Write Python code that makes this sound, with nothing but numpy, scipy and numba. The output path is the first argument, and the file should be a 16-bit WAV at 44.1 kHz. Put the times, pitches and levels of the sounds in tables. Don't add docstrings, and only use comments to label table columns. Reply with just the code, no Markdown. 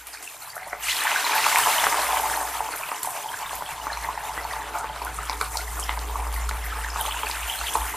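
import sys
import numpy as np
from scipy import signal
from scipy.io import wavfile
from scipy.ndimage import uniform_filter1d
from numba import njit

SR = 44100
rng = np.random.default_rng(int(sys.argv[2]) if len(sys.argv) > 2 else 0)


def wav_out(sig):
    wavfile.write(sys.argv[1], SR, np.round(np.clip(np.atleast_2d(sig).T, -1, 1) * 32767).astype(np.int16))


N = 351300
HOP = 64


def gain_of(db):
    return 10 ** (np.asarray(db) / 20)


def unit_rms(x):
    return x / np.sqrt(np.mean(x ** 2) + 1e-20)


def curve(rows, column=1):
    rows = np.array(rows)
    return np.interp(np.arange(N) / SR, rows[:, 0], rows[:, column])


def wander(per_s, count=1):
    size = max(round(SR / HOP / per_s), 1)
    noise = rng.standard_normal((count, N // HOP + 9))
    slow = uniform_filter1d(uniform_filter1d(noise, size), size)
    return unit_rms(slow - uniform_filter1d(slow, 8 * size))


def swells(per_s):
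    return np.repeat(wander(per_s)[0], HOP)[:N]


def equalise(x, points):
    hz, db = np.transpose(points)
    grid = abs(np.fft.fftfreq(16384, 1 / SR))
    eq_db = np.clip(np.interp(np.log(grid + 1), np.log(hz), db), -100, 20)
    response = np.exp(np.conj(signal.hilbert(np.log(gain_of(eq_db)))))
    taps = np.fft.ifft(response).real[:4096]
    return signal.oaconvolve(np.atleast_2d(x), taps[None], axes=1)[:, :N]


def resonate(x, hz, width):
    r = np.exp(-np.pi * width / SR)
    return 2 * signal.lfilter([1 - r], [1, -r * np.exp(2j * np.pi * hz / SR)], x).real


def band(x, hz, width):
    return resonate(resonate(x, hz, width), hz, width)


# (frequency [Hz], gain [dB])
RUMBLE_EQ = [(30, -16.5), (44, -20), (75, -13.5), (86, -9.5), (100, -15.5), (122, -9.5), (150, -12),
             (178, -15), (205, -24), (260, -68), (440, -120)]
# (time [s], level [dB])
RUMBLE_LEVEL = [(0.0, -77), (0.69, -60), (1.26, -65.5), (1.48, -55), (3.1, -62), (3.53, -55.5), (6.88, -53),
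                (7.5, -61), (7.97, -55)]


def rumble():
    noise = unit_rms(equalise(rng.standard_normal(N), RUMBLE_EQ))
    return noise * gain_of(curve(RUMBLE_LEVEL) + 2 * swells(per_s=18))


# (time [s], level [dB])
HUM_LEVEL = [(0.0, -56), (0.38, -76), (0.89, -51), (0.95, -61), (1.6, -66), (2.11, -46.5), (2.62, -50),
             (3.08, -86), (3.57, -48), (3.64, -59), (4.01, -39.5), (4.26, -54), (4.39, -42.5), (4.86, -48),
             (4.88, -42.5), (6.43, -28.5), (7.41, -40.5), (7.45, -34), (7.56, -55), (7.61, -36),
             (7.63, -33), (7.72, -50), (7.81, -31), (7.97, -49.5)]


def hum(hz=56.8, waver_hz=0.58, flutter_db=0.5):
    turns = np.cumsum(hz + waver_hz * swells(per_s=8.4)) / SR
    tone = np.sqrt(2) * np.sin(2 * np.pi * turns) * gain_of(flutter_db * swells(per_s=8.5))
    fuzz = gain_of(-13) * unit_rms(band(rng.standard_normal(N), hz=48, width=24))
    return (tone + fuzz) * gain_of(curve(HUM_LEVEL))


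def echoes(x, t60_s):
    t = np.arange(8000) / SR
    reflections = rng.standard_normal(len(t)) * (rng.random(len(t)) < .3)
    tail = reflections * gain_of(-60 * t / t60_s) * (t > .003)
    return signal.oaconvolve(x, tail[None] / np.linalg.norm(tail), axes=1)[:, :N]


# (frequency [Hz], width [Hz], gain [dB])
RINGS = [(442, 36, -17), (582.6, 8.4, -0.5), (704, 7.9, 2), (755, 4.9, 6), (873.6, 8.6, 5), (926, 5, -1),
         (922, 134, -11.5), (1026, 3.2, 3), (1230, 5.8, -4), (2050, 9.7, -2.5)]


def ringing(x):
    return sum(gain_of(db) * resonate(x, hz, width) for hz, width, db in RINGS)


# (frequency [Hz], gain [dB])
CHURN_EQ = [(130, -33), (220, -15), (280, -1.5), (333, 0.5), (371, -16), (415, 4.5), (500, -1.5),
            (650, -39.5), (1100, -120)]


def churn():
    large_db = curve(BOIL, 1)
    lift_db = stirred(large_db) - large_db
    noise = unit_rms(equalise(rng.standard_normal(N), CHURN_EQ))
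    return noise * gain_of(curve(BOIL, 6) + lift_db + 2 * swells(per_s=18))


@njit
def bubbles(peak_s, gain, hz, cycles, side, glide):
    mix = np.zeros((2, N))
    for k in range(len(peak_s)):
        rise = cycles[k] / 1.7 * SR / hz[k]
        start = int(peak_s[k] * SR - rise)
        for n in range(max(-start, 0), min(int(4.5 * rise), N - start)):
            age = n / rise
            phase = 2 * np.pi * hz[k] / SR * (n - rise) * (1 + glide * (age - 1))
            wave = gain[k] * (age * np.exp(1 - age)) ** 2 * np.cos(phase)
            mix[0, start + n] += wave
            mix[1, start + n] += side[k] * wave
    return mix


def zone(pitch):
    return np.clip(pitch * 1.2 + 2.5, 0, 4).astype(int)


def blur(centre_hz, octaves, clumps_db):
    hz, frames = np.fft.rfftfreq(256, 1 / SR)[:, None] + 1, N // HOP + 5
    pitch = np.log2(hz / np.resize(centre_hz[::HOP], frames)) / octaves
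    clumps = gain_of(np.take_along_axis(clumps_db[:, :frames], zone(pitch), 0))
    shape = np.exp(-(pitch / 2.2) ** 2) * clumps
    real, imag = rng.standard_normal((2, 2, len(hz), frames))
    return signal.istft((real + 1j * imag) * shape, nperseg=256, noverlap=256 - HOP)[1][:, :N]


# (frequency [Hz], gain [dB])
SWARM_EQ = [(180, -32), (300, -0.5), (370, -40), (415, -2), (528, -13), (573, -2), (760, -2), (901, -0.5),
            (1110, -0.5), (2120, -3.5), (4840, -7), (13600, -17), (14300, -9.5)]


def swarm(level_db, centre_hz, surge, octaves, cycles, size_spread, clumping, blur_db, count):
    when, size, place = rng.random((count, 3)).T
    pitch, length = rng.standard_normal((count, 2)).T
    at, centre_hz = (when * (N - 1)).astype(int), centre_hz * np.ones(N)
    step = at // HOP
    hz = np.clip(centre_hz[at] * 2 ** (octaves * pitch), 300, 16000)
    uneven = np.clip(0.5 - 0.02 * (level_db[::HOP] + 37.5), .3, 1)
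    clumps_db = clumping * np.resize(uneven, len(surge[0])) * (wander(24, count=5) + 0.68 * surge)
    size_db = -size_spread * np.minimum(2 * uneven[step], 1) * np.log(size + .012)
    gain = gain_of(size_db + clumps_db[zone(pitch), step]) * np.sqrt(hz)
    bursts = bubbles(at / SR, gain, hz, cycles * np.exp(0.54 * length), np.sign(place - .5), glide=.012)
    bursts = unit_rms(equalise(bursts, SWARM_EQ))
    wash = unit_rms(equalise(blur(centre_hz, octaves, clumps_db), SWARM_EQ))
    return gain_of(level_db) * unit_rms(bursts + gain_of(blur_db) * wash)


def stirred(level_db, below_hz=1500, stir_db=-23.5, t60_s=0.15):
    peak_s, db, hz, _ = np.array(POPS, float).T
    kicks, t = np.zeros(N), np.arange(SR // 2) / SR
    np.add.at(kicks, (peak_s * SR).astype(int), (hz < below_hz) * gain_of(db + stir_db) ** 2)
    flurry = signal.oaconvolve(kicks, gain_of(-60 * t / t60_s) ** 2)[:N]
    return 10 * np.log10(gain_of(level_db) ** 2 + abs(flurry))


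# (time [s], level [dB])
FRESH_LEVEL = [(6.85, -70), (7.0, -44), (7.12, -35), (7.2, -41), (7.35, -42), (7.5, -42), (7.6, -43),
               (7.68, -36), (7.76, -53), (7.97, -60)]


def fresh_piece(surge):
    return swarm(curve(FRESH_LEVEL), 3160, surge, octaves=0.25, cycles=11,
                 size_spread=6, clumping=4, blur_db=-7, count=5000)


# (time [s], large [dB], middle [dB], small [dB], fine [dB], middle pitch [Hz], churn [dB])
BOIL = [(0, -57, -49, -55, -46, 1930, -64), (.3, -48.5, -48, -50.5, -41.5, 2340, -60.5),
        (.55, -51, -48.5, -56, -46.5, 1870, -71), (.79, -50, -45, -49.5, -47, 1910, -57),
        (.83, -46.5, -35.5, -50, -31, 2550, -59), (.9, -39.5, -27, -25.5, -29, 2750, -60),
        (.99, -44.5, -32, -40, -33, 2310, -52), (1.04, -35, -27, -45, -31.5, 2250, -49),
        (1.07, -37, -25, -34, -32, 1930, -55), (1.2, -36.5, -28, -31.5, -30.5, 2000, -47.5),
        (1.35, -29, -28, -28.5, -30, 2120, -46), (1.5, -31.5, -25, -27, -25, 2060, -49),
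        (1.84, -26, -26, -30.5, -26.5, 2120, -44.5), (2.0, -27.5, -30, -36.5, -28.5, 1990, -46),
        (2.2, -29.5, -33, -36, -29, 1990, -47.5), (2.4, -31.5, -38.5, -41, -32, 1940, -49),
        (2.57, -37, -39.5, -43, -37, 1880, -53.5), (2.73, -43.5, -37.5, -50, -37, 1890, -54),
        (3.05, -41, -40.5, -47, -37.5, 1910, -58), (3.3, -42, -42.5, -45, -39.5, 1930, -56),
        (3.7, -41.5, -43, -44.5, -41.5, 1880, -57.5), (4.1, -39, -40.5, -48, -42, 1910, -54.5),
        (4.44, -38.5, -39.5, -45.5, -41.5, 1940, -55), (4.75, -38, -42, -47, -45.5, 1850, -51),
        (5.0, -42, -42, -47.5, -45, 1850, -52), (5.3, -48, -40.5, -53, -42, 1770, -54.5),
        (5.6, -43, -43.5, -46.5, -37, 1780, -53.5), (6.1, -41, -42, -51, -41, 2090, -48),
        (6.5, -44.5, -41, -49, -41, 1880, -52.5), (6.9, -43.5, -38.5, -45.5, -43.5, 1810, -52.5),
        (7.03, -35, -41.5, -46.5, -36, 2100, -51.5), (7.3, -43.5, -37, -48, -36.5, 2090, -52),
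        (7.55, -43, -38, -45, -33, 2090, -59), (7.75, -40, -36.5, -46, -32, 2010, -48.5),
        (7.97, -46, -36.5, -52, -35.5, 2050, -51.5)]


def sizzle():
    surge = wander(per_s=30)
    large_db, middle_db, small_db, fine_db = (curve(BOIL, k) + 0.7 * swells(5.4) for k in (1, 2, 3, 4))
    large = swarm(stirred(large_db), 915, surge, octaves=0.35, cycles=2,
                  size_spread=3.5, clumping=3.5, blur_db=-6, count=5000)
    middle = swarm(middle_db, curve(BOIL, 5), surge, octaves=0.5, cycles=3.5,
                   size_spread=3.5, clumping=3.5, blur_db=-4.5, count=16000)
    small = swarm(small_db, 4650, surge, octaves=0.71, cycles=7.5,
                  size_spread=4, clumping=2.5, blur_db=-0.5, count=8000)
    crackle = fresh_piece(surge)
    fine = swarm(fine_db, 11040, surge, octaves=0.41, cycles=6.4,
                 size_spread=3.5, clumping=2.9, blur_db=3.5, count=16000)
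    return large + middle + small + crackle + fine


# (time [s], level [dB], centre [Hz], nominal width [Hz], spray length [ms], relative fizz level [dB])
SPATTERS = [(0.071, -16.5, 9700, 5420, 0.5, -23), (0.2267, -23, 8050, 3700.0, 2.9, -15),
            (0.2436, -24, 8350, 2200.0, 0.5, -20), (0.5434, -33, 12000.0, 4400.0, 0.3, -17.0),
            (0.5568, -21, 11100, 4700.0, 0.3, -18), (0.678, -24, 11100, 4500.0, 0.3, -19),
            (1.0373, -12.5, 9600.0, 4600.0, 1.9, -28), (1.047, -19, 10300.0, 5400.0, 1.2, -24),
            (1.352, -13.0, 12500.0, 3500.0, 0.4, -15), (1.5856, -5, 9400, 3400.0, 0.42, -26),
            (2.2086, -15, 12000.0, 4800.0, 0.7, -15), (2.3696, -15, 11300.0, 3300.0, 0.5, -21),
            (2.7085, -24, 8300.0, 3100.0, 0.3, -16), (2.762, -15.5, 12800.0, 3000.0, 0.6, -17.0),
            (2.7797, -21, 9900.0, 4200.0, 0.4, -15), (2.9944, -27, 12200.0, 4000.0, 1.3, -17.0),
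            (3.032, -9.5, 10500, 5900, 2.2, -23), (3.0575, -16, 9200, 3300.0, 0.3, -16),
            (3.096, -23, 11100.0, 3200.0, 0.4, -17.0), (3.1064, -19.5, 9300.0, 4400.0, 0.7, -16),
            (3.477, -26, 10300.0, 4300.0, 0.3, -20), (3.554, -16.5, 12400.0, 3900.0, 0.68, -20),
            (3.582, -27, 11700.0, 4300.0, 0.3, -15), (3.928, -27, 8300.0, 4800.0, 1.7, -22),
            (4.786, -25.5, 8040, 3900.0, 1.8, -11), (5.05, -19, 11000, 6500, 0.2, -22),
            (5.1455, -27, 10600, 3700.0, 0.3, -17.0), (5.1605, -26, 8850, 2400, 0.4, -20),
            (5.1657, -25, 8700.0, 2400.0, 1.4, -13), (5.2308, -26, 8700, 2400, 0.4, -16),
            (5.2551, -24, 8100, 2400, 0.5, -17), (5.2972, -24, 5600.0, 3400.0, 0.4, -24),
            (5.3705, -28, 8200.0, 3100.0, 0.3, -15), (5.4127, -13.5, 7200.0, 4800.0, 0.7, -35),
            (5.4237, -22, 9600.0, 2700.0, 0.87, -29), (5.443, -22, 8300.0, 1900.0, 0.5, -23),
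            (5.5204, -22, 8300.0, 2800.0, 0.9, -18), (5.5719, -13, 6600.0, 4630, 1.3, -22),
            (5.714, -25, 8900.0, 2000.0, 0.6, -27), (5.7979, -16, 8600, 2800.0, 0.63, -15),
            (5.8043, -28, 9200.0, 2200.0, 1.9, -15), (6.327, -22, 9200.0, 5100.0, 1.0, -18),
            (6.343, -19, 12500.0, 3700.0, 1.2, -26), (6.4913, -16, 8600.0, 5000.0, 1.9, -23),
            (6.6453, -26, 12700.0, 3600.0, 0.6, -16), (6.6564, -24.5, 12400.0, 2580, 0.7, -15),
            (6.6624, -30, 9900.0, 2800.0, 0.9, -17.0), (6.6702, -27, 11300.0, 2800.0, 0.4, -20),
            (6.8014, -27, 10100.0, 6300.0, 0.3, -14), (6.886, -25.5, 7800.0, 2700.0, 0.3, -16),
            (6.9914, -24, 9600.0, 3200.0, 0.6, -20), (7.0117, -8.0, 11400.0, 2500.0, 0.5, -34),
            (7.0207, -23, 8600.0, 2700.0, 0.7, -29), (7.2879, -20, 8500.0, 3400.0, 0.7, -19),
            (7.299, -22, 9000.0, 3600.0, 1.1, -18), (7.739, -14.5, 9450, 2400.0, 0.7, -16.5),
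            (7.772, -19, 11300.0, 5000.0, 1.5, -23)]


def spatters(lead_in_s=0.0014, fizz_t60_s=0.16, side=0.59):
    length, lead = 6000, 200
    out, t = np.zeros((2, N + length)), (np.arange(length) - lead) / SR
    for at_s, db, hz, width, spray_ms, fizz_db in SPATTERS:
        noise = rng.standard_normal((2, length))
        swell = np.exp(np.minimum(t, 0) / lead_in_s)
        spray = noise * np.where(t < 0, swell, gain_of(-8 * (1000 * t / spray_ms) ** 4))
        crack = (t == 0) * np.sign(noise[:, :1]) * gain_of(6) * np.sqrt(SR / width)
        burst, hiss = band(np.array([spray + crack, noise]), hz, 1.4 * width)
        fizz = unit_rms(hiss) * gain_of(fizz_db - 60 * t / fizz_t60_s) * np.clip(t / 0.0027, 0, 1)
        sound = gain_of(db) * (burst / abs(burst[0]).max() + fizz)
        start = round(at_s * SR) - lead
        out[:, start:start + length] += sound * [[1], [side]]
    return out[:, :N]


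# (peak time [s], level before EQ [dB], pitch [Hz], length [cycles])
POPS = [(0.0852, -37.5, 3800, 3.7), (0.1336, -32, 4930, 13), (0.1427, -32, 4380, 11),
        (0.1495, -30, 1630, 7.1), (0.1734, -27.5, 2330, 4.6), (0.277, -24, 2650, 8.7),
        (0.4222, -34, 4200, 14), (0.4602, -38, 4030, 11), (0.5033, -31, 4650, 18), (0.5333, -29, 1900, 4.7),
        (0.567, -21, 1350, 4.1), (0.5691, -20.5, 690, 2.8), (0.5798, -17.5, 1650, 2.3),
        (0.61, -35, 1580, 7), (0.6224, -28, 740, 4.1), (0.6315, -24, 2060, 5.1), (0.6449, -36, 4360, 11),
        (0.6723, -19, 740, 1.8), (0.6988, -36, 5470, 6.6), (0.7304, -14.5, 1420, 2.8),
        (0.7314, -17, 2000, 4.3), (0.7322, -16.5, 720, 2.1), (0.8357, -22, 2780, 9.1),
        (0.868, -22, 3000, 5), (0.885, -14, 2520, 6.3), (0.889, -17, 2050, 6), (0.8978, -13.5, 2820, 6.4),
        (0.91, -19, 4140, 8), (0.9178, -12, 3300, 4), (0.9298, -17, 1880, 6.9), (0.9672, -14.5, 4040, 3),
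        (0.9895, -17, 3050, 4.6), (1.008, -19, 3970, 9.7), (1.0193, -18, 1760, 5.5),
        (1.0529, -13.5, 880, 3.4), (1.0641, -13, 960, 2), (1.0704, -8, 1770, 2.3), (1.0787, -14, 1700, 4.4),
        (1.1176, -11, 2740, 3.2), (1.1298, -18, 1070, 4.6), (1.1412, -15, 2500, 4.5),
        (1.147, -18, 870, 5.1), (1.162, -7, 1570, 6.7), (1.2443, -12, 1010, 2.6), (1.2507, -18.5, 4060, 20),
        (1.265, -15, 1010, 4.5), (1.2685, -12, 2180, 3), (1.296, -15, 920, 3.7), (1.311, -14, 860, 3),
        (1.3208, -14, 2420, 7), (1.334, -23, 890, 1.6), (1.335, -15, 1680, 9.6), (1.3558, -15, 1640, 5.4),
        (1.3633, -12, 920, 2.9), (1.3815, -12, 990, 2), (1.381, -9, 2300, 2), (1.4432, -6.5, 2400, 2.9),
        (1.466, -3, 1120, 1.7), (1.4798, -18, 910, 1), (1.527, -11, 1010, 2.3), (1.5276, -17, 2160, 6.9),
        (1.5478, -9, 925, 2.7), (1.5591, 0.5, 2110, 1.2), (1.5715, -5.5, 1010, 4.2), (1.5881, -6, 1010, 3),
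        (1.6374, -14, 2970, 7.1), (1.6611, -9, 980, 3), (1.6723, -2.5, 1000, 1.4), (1.6998, -19, 3220, 5.3),
        (1.7361, -16.5, 2230, 12), (1.7435, -23, 1000, 1.4), (1.7837, -12.5, 2990, 6.4),
        (1.8, -15.5, 3450, 8.5), (1.8204, -17, 1550, 2.8), (1.8378, -10.5, 870, 1.6),
        (1.8415, -19, 5570, 7), (1.8425, -2, 1650, 1.3), (1.8683, 0, 1170, 0.88), (1.9266, -8, 1950, 2.1),
        (1.9444, -7, 1010, 1.6), (2.0683, -13, 2110, 2.4), (2.1244, -18.5, 3300, 6), (2.1312, -7, 920, 1.2),
        (2.1714, -21, 2230, 7), (2.1734, -17, 1590, 3.8), (2.1752, -22, 890, 2), (2.1827, -21, 3080, 4.5),
        (2.1986, -12.5, 910, 2.3), (2.1984, -21, 1510, 5.7), (2.2387, -16, 830, 6.3),
        (2.2618, -14, 860, 1.2), (2.2991, -13, 1480, 2.7), (2.3133, -17, 830, 2.5), (2.34, -15, 1710, 3.6),
        (2.3754, -17.5, 870, 5.8), (2.4056, -19, 1690, 5), (2.414, -14, 910, 2.5), (2.4767, -20, 1600, 3.2),
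        (2.5493, -30, 3090, 5.2), (2.5541, -15, 910, 2.7), (2.5693, -28, 3130, 5.7), (2.5812, -36, 6420, 6),
        (2.6067, -8, 840, 2.1), (2.6897, -14, 915, 2), (2.7137, -34, 4480, 11), (2.7293, -30, 4340, 12),
        (2.7386, -13.5, 1450, 2.8), (2.7751, -24, 2320, 4), (2.8358, -19, 2450, 7),
        (2.889, -16.5, 895, 1.3), (2.8917, -23, 2700, 4.7), (2.9175, -9, 1000, 0.85),
        (2.9464, -26, 2960, 5.4), (3.048, -18.5, 990, 2.8), (3.0743, -13, 780, 2.8),
        (3.1882, -19, 865, 1.9), (3.2454, -20.5, 830, 4.7), (3.2605, -18, 840, 3.8),
        (3.2905, -23.5, 3130, 7.1), (3.3045, -23, 900, 2), (3.319, -22, 1540, 1.9), (3.343, -17, 1590, 5.9),
        (3.4194, -20.5, 850, 1.8), (3.442, -24, 1010, 3.2), (3.464, -27.5, 3640, 14),
        (3.495, -19.5, 2940, 2.1), (3.5098, -17, 1100, 3), (3.5172, -25, 1560, 3.4), (3.532, -16, 730, 1.5),
        (3.61, -20, 990, 6.1), (3.6232, -10.5, 930, 0.83), (3.663, -25.5, 3230, 7.8),
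        (3.7061, -30, 2580, 8), (3.7234, -21, 990, 2), (3.7998, -21, 970, 3.3), (3.8694, -9.5, 1080, 1.7),
        (3.903, -19, 1720, 7.4), (3.9317, -23.5, 4150, 17), (3.9728, -16, 1010, 2.6),
        (3.9726, -27, 2300, 5.6), (3.9736, -28, 6110, 6), (4.047, -17.5, 1880, 3.9),
        (4.0891, -13, 990, 5.7), (4.177, -17, 915, 3.2), (4.177, -23, 1850, 2.3), (4.208, -22, 1620, 2.9),
        (4.2933, -19, 920, 6.1), (4.3072, -19, 930, 3.8), (4.3358, -37, 4840, 14), (4.378, -9, 1190, 0.63),
        (4.3876, -23, 1944, 22), (4.4446, -32, 4380, 14), (4.4519, -14, 876, 3.7), (4.512, -21.5, 1920, 11),
        (4.5094, -38, 4250, 12), (4.5163, -32, 6130, 7.3), (4.567, -17, 896, 5.8), (4.6207, -22, 1720, 2.5),
        (4.6346, -36, 2330, 3.9), (4.6572, -34, 2340, 3.8), (4.753, -19, 975, 7.3),
        (4.7526, -20.5, 1380, 13), (4.7585, -17, 990, 1.4), (4.8005, -26, 1400, 9), (4.8114, -22, 1380, 11),
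        (4.844, -11.5, 920, 0.99), (4.8931, -29, 3080, 6), (4.8988, -19.5, 876, 2.6),
        (4.9626, -21, 1000, 1.6), (5.0184, -13, 920, 2.5), (5.021, -34, 4400, 18), (5.0234, -24, 2460, 3.7),
        (5.0498, -31, 890, 2.3), (5.0567, -16, 970, 1.6), (5.0698, -20, 1480, 4.3), (5.08, -20, 1410, 7.9),
        (5.189, -15, 1250, 4.7), (5.2089, -26, 1430, 4), (5.2345, -20, 1390, 3.5),
        (5.298, -21.5, 2200, 6.3), (5.2973, -12, 970, 2.5), (5.2974, -11, 4800, 2.2),
        (5.33, -24, 3620, 5.4), (5.3307, -20, 950, 2.7), (5.4131, -6.5, 1290, 2.3),
        (5.4144, -19.5, 2290, 8.2), (5.4147, -14.5, 4200, 2.5), (5.5316, -38, 6450, 8),
        (5.5713, -16, 740, 1.4), (5.5713, -15.5, 5100, 3.5), (5.5734, -17.5, 4200, 6.2),
        (5.5922, -23.5, 1400, 13), (5.6809, -25.5, 1930, 7.9), (5.7774, -25, 1390, 11),
        (5.7923, -15.5, 1170, 2.2), (5.829, -22.5, 3100, 8.8), (5.839, -22, 5300, 6.4),
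        (5.8937, -8.5, 1090, 1.9), (5.8936, -16, 2050, 5.8), (5.8942, -10.5, 3000, 1.6),
        (5.912, -23, 2090, 8.1), (5.9759, -15.5, 940, 3.4), (5.992, -16, 4150, 1.1),
        (6.108, -22.5, 920, 3.9), (6.1578, -11.5, 1070, 2.9), (6.1977, -15, 880, 1.8),
        (6.2234, -22, 900, 4.2), (6.2684, -14, 1020, 1.3), (6.2837, -26, 990, 2.6),
        (6.3401, -27, 4570, 5.9), (6.3414, -20.5, 870, 1.9), (6.3634, -20, 1940, 4.4),
        (6.4922, -14, 1330, 3.5), (6.4946, -15.5, 4100, 1.7), (6.5121, -13.5, 1010, 1.2),
        (6.512, -13, 1880, 1.5), (6.546, -22, 980, 1.2), (6.7246, -19.5, 1304, 9.8),
        (6.757, -20, 1150, 3.5), (6.848, -21, 1840, 9.3), (6.8644, -22, 970, 2.9), (6.8874, -18, 1460, 2.6),
        (6.903, -25.5, 5160, 13), (6.9446, -30, 6050, 5.5), (6.9606, -10, 1120, 1.4),
        (6.967, -16, 1050, 2.3), (6.9878, -19, 1010, 4.2), (7.005, -23, 3560, 4), (7.013, -20, 3100, 8.9),
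        (7.0249, -31, 6150, 6.7), (7.0533, -12, 1100, 2.3), (7.0627, -15.5, 3140, 3.9),
        (7.0661, -26, 6310, 7), (7.1117, -20, 2970, 6.5), (7.1237, -14, 3130, 2.9), (7.144, -18, 1560, 3.5),
        (7.1728, -20, 2720, 3.5), (7.2327, -15, 2350, 1.4), (7.234, -8.5, 1010, 1.15),
        (7.2374, -26, 3160, 14), (7.268, -17, 1660, 2.7), (7.27, -17.5, 2560, 7.9), (7.2987, -19, 910, 4.6),
        (7.3133, -12.5, 4500, 2.3), (7.361, -23, 2740, 2.8), (7.4325, -20, 2720, 5.1),
        (7.499, -14, 3060, 8.3), (7.514, -21.5, 860, 4.1), (7.5289, -22, 3240, 11), (7.5387, -22, 3140, 9),
        (7.5897, -23.5, 4130, 10.2), (7.6134, -15, 1350, 1.9), (7.6403, -22, 880, 3.9),
        (7.6464, -29, 4550, 9), (7.6696, -15, 3300, 3.4), (7.684, -19, 3100, 3.9), (7.7355, -26, 3290, 7.8),
        (7.7545, -3.5, 980, 2), (7.768, -19, 900, 6.8), (7.8183, -26, 3060, 7.5), (7.8207, -17, 970, 3.6),
        (7.9424, -17.5, 970, 6)]
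# (frequency [Hz], gain [dB])
POP_EQ = [(100, -14), (300, -11), (700, -7.5), (14300, 2)]


def pops(count=30, lead_db=-25.5):
    peak_s, db, hz, cycles = np.array(POPS, float).T[:, :, None]
    is_weak = np.arange(count) > 0
    lag, size, pitch = rng.standard_normal((len(POPS), count, 3)).transpose(2, 0, 1) * is_weak
    trail_db = -20 + 0.4 * np.log2(hz / 1000)
    gains = gain_of(db + (lag > 0) * trail_db + (lag < 0) * lead_db + 3.65 * size)
    times = peak_s + 0.00297 * np.sign(lag) + .021 * lag + .013 * abs(lag)
    pitches = hz * np.exp(.075 * pitch)
    lengths = np.maximum(cycles, 1).repeat(count)
    sides = rng.choice([-1., 1.], len(POPS)).repeat(count)
    clusters = bubbles(times.ravel(), gains.ravel(), pitches.ravel(), lengths, sides, glide=.01)
    return equalise(clusters, POP_EQ)


# (frequency [Hz], gain [dB])
SIDE_EQ = [(100, -35), (250, -37), (700, -72), (3000, -80), (4000, -39), (5300, -10.5), (7500, -4.5),
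           (14000, -3)]


def scene():
    hits = pops() + spatters()
    mid, side = sizzle() + hits + gain_of(-11) * echoes(hits, t60_s=.1)
    bed = hum() + rumble() + churn()
    return bed + mid + ringing(mid) + equalise(side, SIDE_EQ) * [[1], [-1]]


def record(dry):
    taps = signal.firwin(511, 14350, window=("kaiser", 9), fs=SR)
    return signal.oaconvolve(dry, taps[None], "same")


dry = scene()
out = record(dry)
wav_out(out)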